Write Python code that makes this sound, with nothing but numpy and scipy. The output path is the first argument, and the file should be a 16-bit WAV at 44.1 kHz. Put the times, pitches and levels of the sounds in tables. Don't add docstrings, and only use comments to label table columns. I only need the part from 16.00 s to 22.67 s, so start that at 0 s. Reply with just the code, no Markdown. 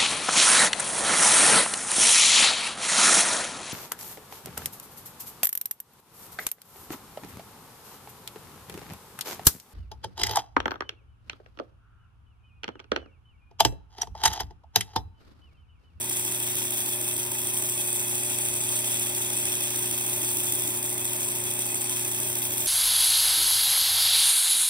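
import sys
import numpy as np
from scipy import signal
from scipy.fft import rfft, irfft, next_fast_len
from scipy.io import wavfile

SR = 44100
rng = np.random.default_rng(int(sys.argv[2]) if len(sys.argv) > 2 else 0)


def file_out(sig):
    cols = np.atleast_2d(sig).T
    lim = np.clip(cols, -1, 1)
    pcm = np.round(lim * 32767).astype(np.int16)
    wavfile.write(sys.argv[1], SR, pcm)


N = 294147
FFT_SIZE = next_fast_len(N, True)
T, HZ = np.arange(N) / SR, np.fft.rfftfreq(FFT_SIZE, 1 / SR)
LAP_HZ, MOTOR_HZ, BUZZ_HZ = 6.5515, 29.74, 120

# place as a share of the lap, fall to 1/e as a share of the lap, strength in dB before the depth scaling.
SPOTS = [(.035, 0.037, -1.5), (.066, 0.016, 12.5), (0.102, 0.046, 8.5), (.125, 0.026, -5),
         (.183, 0.01, 13.5), (0.237, 0.02, 2.5), (.26, 0.064, 3.5), (.319, 0.016, 0), (.388, 0.021, 7),
         (.42, 0.042, -1), (.458, 0.022, 3.5), (.49, .02, -1.3), (.62, 0.039, 11.5), (.655, 0.055, -6.5),
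         (0.699, 0.057, 5), (.785, .03, 0), (.82, 0.067, 6), (.875, 0.013, -12)]
# time in seconds, relative pressure in dB, extra top treble in dB, extra low rasp in dB.
FEED = [(0.1, -9.5, -2.5, -0.5), (.6, -10.5, 0, 1.6), (.95, -9.5, 0, -1.5), (1.25, -11.5, 0.5, 1.5),
        (1.8, -8, -2.5, -2), (2.5, -7.5, -4.5, -1.3), (3.7, -9, -1.5, 1.7), (4.5, -9.5, 1, -0.2),
        (5.1, -10, -1, -1), (5.9, -9.5, -2.5, 0.5), (6.55, -10.5, 2.5, 2.5)]


def bite(lap, motor):
    catch_s = 0.00093
    patch_depth, deepen_per_db = .9, -.05
    shaft_db, buzz_db, flutter_db, sway_db = .15, .95, .38, .5
    lap_db = np.zeros(N)
    for place, length, db in SPOTS:
        since = (lap - place) % 1
        catch = 1 - np.exp(-since / LAP_HZ / catch_s)
        let_go = np.exp(-(since / length) ** 2)
        lap_db += db * catch * let_go
    pressure_db = curves(FEED)[0]
    depth = patch_depth + deepen_per_db * (pressure_db - pressure_db.mean())
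    patches_db = depth * (lap_db - lap_db.mean())
    shake_db = shaft_db * np.cos(2 * np.pi * motor) + buzz_db * np.cos(2 * np.pi * (BUZZ_HZ * T - .56))
    unsteady_db = flutter_db * drift(29) + sway_db * drift(10)
    return amp(pressure_db + patches_db + shake_db + unsteady_db)


# frequency in Hz, relative density in dB per Hz.
SCRAPE = [(500, -27), (2350, -14), (2650, -5), (2850, -4.5), (3020, -6.5), (3300, -3), (3550, -5),
          (3780, -8), (4050, -17), (4250, -13), (4700, -16.5), (5050, -14.5), (5400, -7), (6000, -5),
          (6400, -2.5), (6750, -6.5), (7300, -5.5), (7800, 0), (9300, 0), (11400, 1.5), (12900, -2.5),
          (13700, 1), (14100, -4.5), (14700, -4), (15600, .5)]


def scraping(lap, force, level_db=-26.5):
    ripple_db, ripple_hz = 1.4, 45
    chatter_db, chatter_hz = .8, 14
    cuts = grit(looped(lap, LAP_HZ), decay_s=.0004, rarity=1.85)
    stray = grit(rng.standard_normal(N), decay_s=.004, rarity=2.1)
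    power = 1 + cuts + amp(-8) * stray
    rub = force * np.sqrt(power) * rng.standard_normal((2, N))
    modes = np.arange(0, SR / 2, ripple_hz)
    ripple = ripple_db * np.interp(HZ, modes, rng.standard_normal(len(modes)))
    hiss = shaped(rub, causal(amp(over_hz(SCRAPE) + ripple)))
    top = shaped(hiss, 1 / (1 + (11300 / (HZ + 1)) ** 12))
    rasp = shaped(hiss, 1 / (1 + (HZ / 6800) ** 12))
    middle = hiss - top - rasp
    _, bright_db, rasp_db = curves(FEED)
    rasp_gain = amp(rasp_db + chatter_db * drift(chatter_hz))
    return amp(level_db) * unit(middle + top * amp(bright_db) + rasp * rasp_gain)


# frequency in Hz, offset in Hz where it is 6 dB down, level in dB before the grip varies it.
PLATE = [(2586, 22, -52.2), (3366, 17, -52.5), (4530, 40, -58), (4850, 25, -58.5), (6390, 70, -48.5),
         (7780, 174, -41.5), (8570, 170, -39.5), (10104, 22, -45)]
# frequency in Hz, offset in Hz where it is 6 dB down, starting level in dB, growth in dB per second.
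EDGE = [(3495, 22, -49.5, -.1), (7065, 30, -48, .5)]
# time in seconds, gain in dB.
SING = [(.1, 0), (.95, 3), (1.25, -9), (1.65, -1), (2.3, -2), (3.1, 1), (3.65, 1), (3.9, -7), (4.1, 2),
        (4.65, 4), (5.1, 1), (5.5, -4), (6.4, 0)]


def plate(force):
    grip_shift, grip_db = .0015, 2.2
    swell_db, swell_hz, waver_hz = 2, 14, 9
    rub = force * rng.standard_normal((2, N))
    out = np.zeros((2, N))
    for hz, width, db in PLATE:
        mode = bent(ring(rub, hz, width), hz * grip_shift * drift(3))
        out += amp(db + grip_db * drift(18)) * mode
    spell_db = curves(SING)[0] + swell_db * drift(swell_hz)
    for hz, width, db, growth in EDGE:
        mode = bent(ring(rub, hz, width), waver_hz * drift(swell_hz))
        out += amp(db + growth * T + spell_db) * mode
    return out


# time in seconds, strength of the blow in dB before colouring.
SNAGS = [(.4275, -12), (1.1394, -15), (1.2718, -15), (1.4448, -13.5), (1.5759, -6), (1.5871, -10.5),
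         (1.9298, -13), (2.4119, -14), (2.5644, -15), (3.0222, -14), (3.3719, -14), (3.8319, -14),
         (4.2902, -15), (4.6217, -15), (5.0535, -13), (5.7554, -10), (5.9065, -15), (6.3295, -13)]
# frequency in Hz, gain in dB.
TICK = [(1500, -27), (5000, -15), (8000, 3), (12000, -9), (15000, 15)]


def snags(force, small_per_s=170, small_db=-29, spread_db=2):
    ring_hz, decay_s = 9200, .0004
    t = np.arange(256) / SR
    tick = np.sin(2 * np.pi * ring_hz * t) * np.exp(-t / decay_s)
    struck = rng.random(N) < small_per_s * unit(force) ** 2 / SR
    blows = struck * amp(small_db + spread_db * np.minimum(rng.exponential(1, N), 3))
    for s, db in SNAGS:
        blows[round(s * SR)] += amp(db)
    ticks = signal.oaconvolve(blows, tick)[:N]
    return np.array([shaped(ticks, causal(amp(over_hz(TICK)))), np.zeros(N)])


# time in seconds, level in dB at the swell's peak before the lap spread.
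SEAM_LEVEL = [(.3, -42), (.75, -42), (1.03, -36.5), (1.3, -43), (2.2, -45), (3.2, -50), (3.7, -40),
              (4.4, -38), (4.7, -37), (5.2, -47), (5.6, -50), (6.5, -40)]


def seam(lap):
    place, thump_hz, rise_s, spread_db = .598, 311.7, .017, 1
    since_s = (lap - place) % 1 / LAP_HZ
    turn = np.floor(lap - place).astype(int) + 1
    uneven_db = spread_db * rng.standard_normal(turn.max() + 1)[turn]
    swell = (since_s / rise_s * np.exp(1 - since_s / rise_s)) ** 4
    thump = amp(curves(SEAM_LEVEL)[0] + uneven_db) * swell * np.sin(2 * np.pi * thump_hz * since_s)
    return np.array([thump, np.zeros(N)])


# frequency in Hz, rms level in dB before wavering, stereo balance and the machine's swell.
HUM = [(119.9, -46.5), (149.7, -63.5), (180, -67), (210.3, -65), (240.1, -52.5), (269.7, -57), (299.6, -70),
       (314.5, -64.5), (360.0, -44.5), (389.6, -64), (419.5, -65.5), (659, -72), (689, -79)]


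def hum(waver=.083, shaft_waver_rad=.58, mains_waver_rad=.066):
    out = np.zeros(N)
    for hz, db in HUM:
        from_mains = abs(hz / BUZZ_HZ - round(hz / BUZZ_HZ)) < .02
        wander = (mains_waver_rad if from_mains else shaft_waver_rad) * drift(2.2)
        line = np.sqrt(2) * np.cos(2 * np.pi * (hz * T + rng.random()) + wander)
        out += amp(db) * (1 + waver * drift(4.2)) * line
    return out * amp([[-.6], [.6]])


# frequency in Hz, relative density in dB per Hz.
RATTLE = [(300, -43), (490, -19), (600, -3), (680, -2.5), (810, 6), (920, 2.5), (1050, 2), (1150, 0.5),
          (1500, -4.5), (2050, 0), (2450, 1), (3000, -9), (5000, -23.5)]


def rattle(lap, motor, level_db=-45.5):
    knock_db, knock_at, knock_width = 4, .31, .23
    motor_share, lap_share, clatter = .65, .52, .5
    from_knock = (motor - knock_at + .5) % 1 - .5
    knock = np.exp(-(from_knock / knock_width) ** 2)
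    loose = np.sqrt(1 + clatter * grit(rng.standard_normal(N), decay_s=.003, rarity=2.7))
    rolling = rng.standard_normal((2, N))
    for side in rolling:
        side += motor_share * looped(motor, MOTOR_HZ) + lap_share * looped(lap, LAP_HZ)
    clattering = rolling * loose * amp(knock_db * knock)
    return amp(level_db) * unit(shaped(clattering, causal(amp(over_hz(RATTLE)))))


# frequency in Hz, relative density in dB per Hz.
FRAME = [(25, -47), (52, -5), (75, -12), (95, 3), (130, -10.5), (190, -2), (245, -6), (310, 0.5), (345, -5),
         (395, 2.5), (425, -4.5), (455, -9), (505, -10.5), (540, -1), (590, -4.5), (690, -18),
         (1200, -20.5)]


def frame(lap, level_db=-46.5, repeat=.2, throb_db=.8, throb_hz=14):
    same_each_lap = np.array([looped(lap, LAP_HZ), looped(lap, LAP_HZ)])
    fresh = rng.standard_normal((2, N))
    shake = np.sqrt(repeat) * same_each_lap + np.sqrt(1 - repeat) * fresh
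    throbbing = shake * amp(throb_db * drift(throb_hz))
    return amp(level_db) * unit(shaped(throbbing, causal(amp(over_hz(FRAME)))))


# frequency in Hz, offset in Hz where it is 6 dB down, rms level in dB before the machine's swell.
WHIRR = [(568, 7, -61.5), (599.4, 5, -57.5), (627, 5, -57.5), (806, 8, -62), (842, 8, -62), (912, 10, -59),
         (1012, 5, -58.5), (2026, 8, -60)]


def whirr():
    return sum(amp(db) * ring(rng.standard_normal((2, N)), hz, width) for hz, width, db in WHIRR)


# frequency in Hz, coherence from 0 to 1.
SAME = [(100, 0.92), (600, 0.93), (950, 0.93), (1250, 0.35), (2500, 0.52), (2900, 0.95), (3060, .95),
        (3300, 0.85), (3490, .98), (3750, 0.4), (5200, 0.54), (5600, 0.8), (6200, .9), (6600, 0.995),
        (7200, .995), (8000, .97), (11500, 1), (13000, .98), (15000, .98)]
# frequency in Hz, phase in radians.
LEAD = [(50, -0.3), (250, 0.77), (900, 0.26), (1250, 2.5), (1800, -1.5), (2400, -1), (2750, 3.9), (2950, 3),
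        (3060, 3.2), (3250, 4.5), (3366, 1.2), (3430, 2.4), (3530, 2.6), (3800, 0), (5200, 1.2),
        (5450, -2.1), (6000, -2.3), (6400, -2.85), (6800, -3.14), (7150, -3.3), (7400, -3.7)]
# frequency in Hz, difference in dB.
TILT = [(110, 4.5), (250, -1), (700, 1), (1290, 2.5), (2400, 0), (6000, 0)]


def microphones(pair):
    treble_lead_ms = -.216
    same = np.clip(over_hz(SAME), 0, 1)
    lead = np.where(HZ < LEAD[-1][0], over_hz(LEAD), 2 * np.pi * HZ * treble_lead_ms / 1000)
    left, separate = pair
    right = shaped(left, same * np.exp(-1j * lead)) + shaped(separate, np.sqrt(1 - same ** 2))
    return shaped(np.array([left, right]), amp(np.outer([.5, -.5], over_hz(TILT))))


def amp(db):
    return 10 ** (np.asarray(db) / 20)


def unit(x):
    return x / np.sqrt(np.mean(x ** 2) + 1e-20)


def curves(rows):
    s, *columns = np.transpose(rows)
    return [np.interp(T, s, c) for c in columns]


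def over_hz(points):
    hz, value = np.transpose(points)
    return np.interp(np.log(HZ + 1), np.log(hz), value)


def shaped(x, response):
    return irfft(rfft(x, FFT_SIZE) * response, FFT_SIZE)[..., :N]


def causal(gain):
    cepstrum = irfft(np.log(gain), FFT_SIZE)
    cepstrum[1:] *= 2
    cepstrum[len(cepstrum) // 2:] = 0
    return np.exp(rfft(cepstrum))


def drift(rate_hz):
    return unit(shaped(rng.standard_normal(N), np.exp(-(HZ / rate_hz) ** 2)))


def ring(x, hz, width_hz):
    return unit(shaped(x, 1 / (1 + 1j * (HZ - hz) / width_hz) ** 2))


def bent(x, shift_hz):
    analytic = signal.hilbert(x, FFT_SIZE)[..., :N]
    return (analytic * np.exp(2j * np.pi * np.cumsum(shift_hz) / SR)).real


def looped(turns, rate_hz):
    size = int(SR / rate_hz)
    return rng.standard_normal(size)[(turns % 1 * size).astype(int)]


def grit(draw, decay_s, rarity):
    points = np.maximum(draw - rarity, 0)
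    bites = signal.lfilter([1], [1, -np.exp(-1 / (decay_s * SR))], points)
    return bites / (bites.mean() + 1e-12)


def scene():
    clock = T + .0004 * drift(.7)
    lap, motor = LAP_HZ * clock, MOTOR_HZ * clock
    force = bite(lap, motor)
    work = scraping(lap, force) + plate(force) + snags(force) + seam(lap)
    machine = amp(np.interp(T, [0, 3], [-1.2, .3]))
    drive = machine * (rattle(lap, motor) + frame(lap) + whirr())
    return microphones(work + drive) + machine * hum()


def record(dry):
    cutoff_hz = 15760
    lowpass = signal.firwin(1023, cutoff_hz, window=("kaiser", 9), fs=SR)
    return signal.oaconvolve(dry, lowpass[None], "same")


dry = scene()
out = record(dry)
file_out(out)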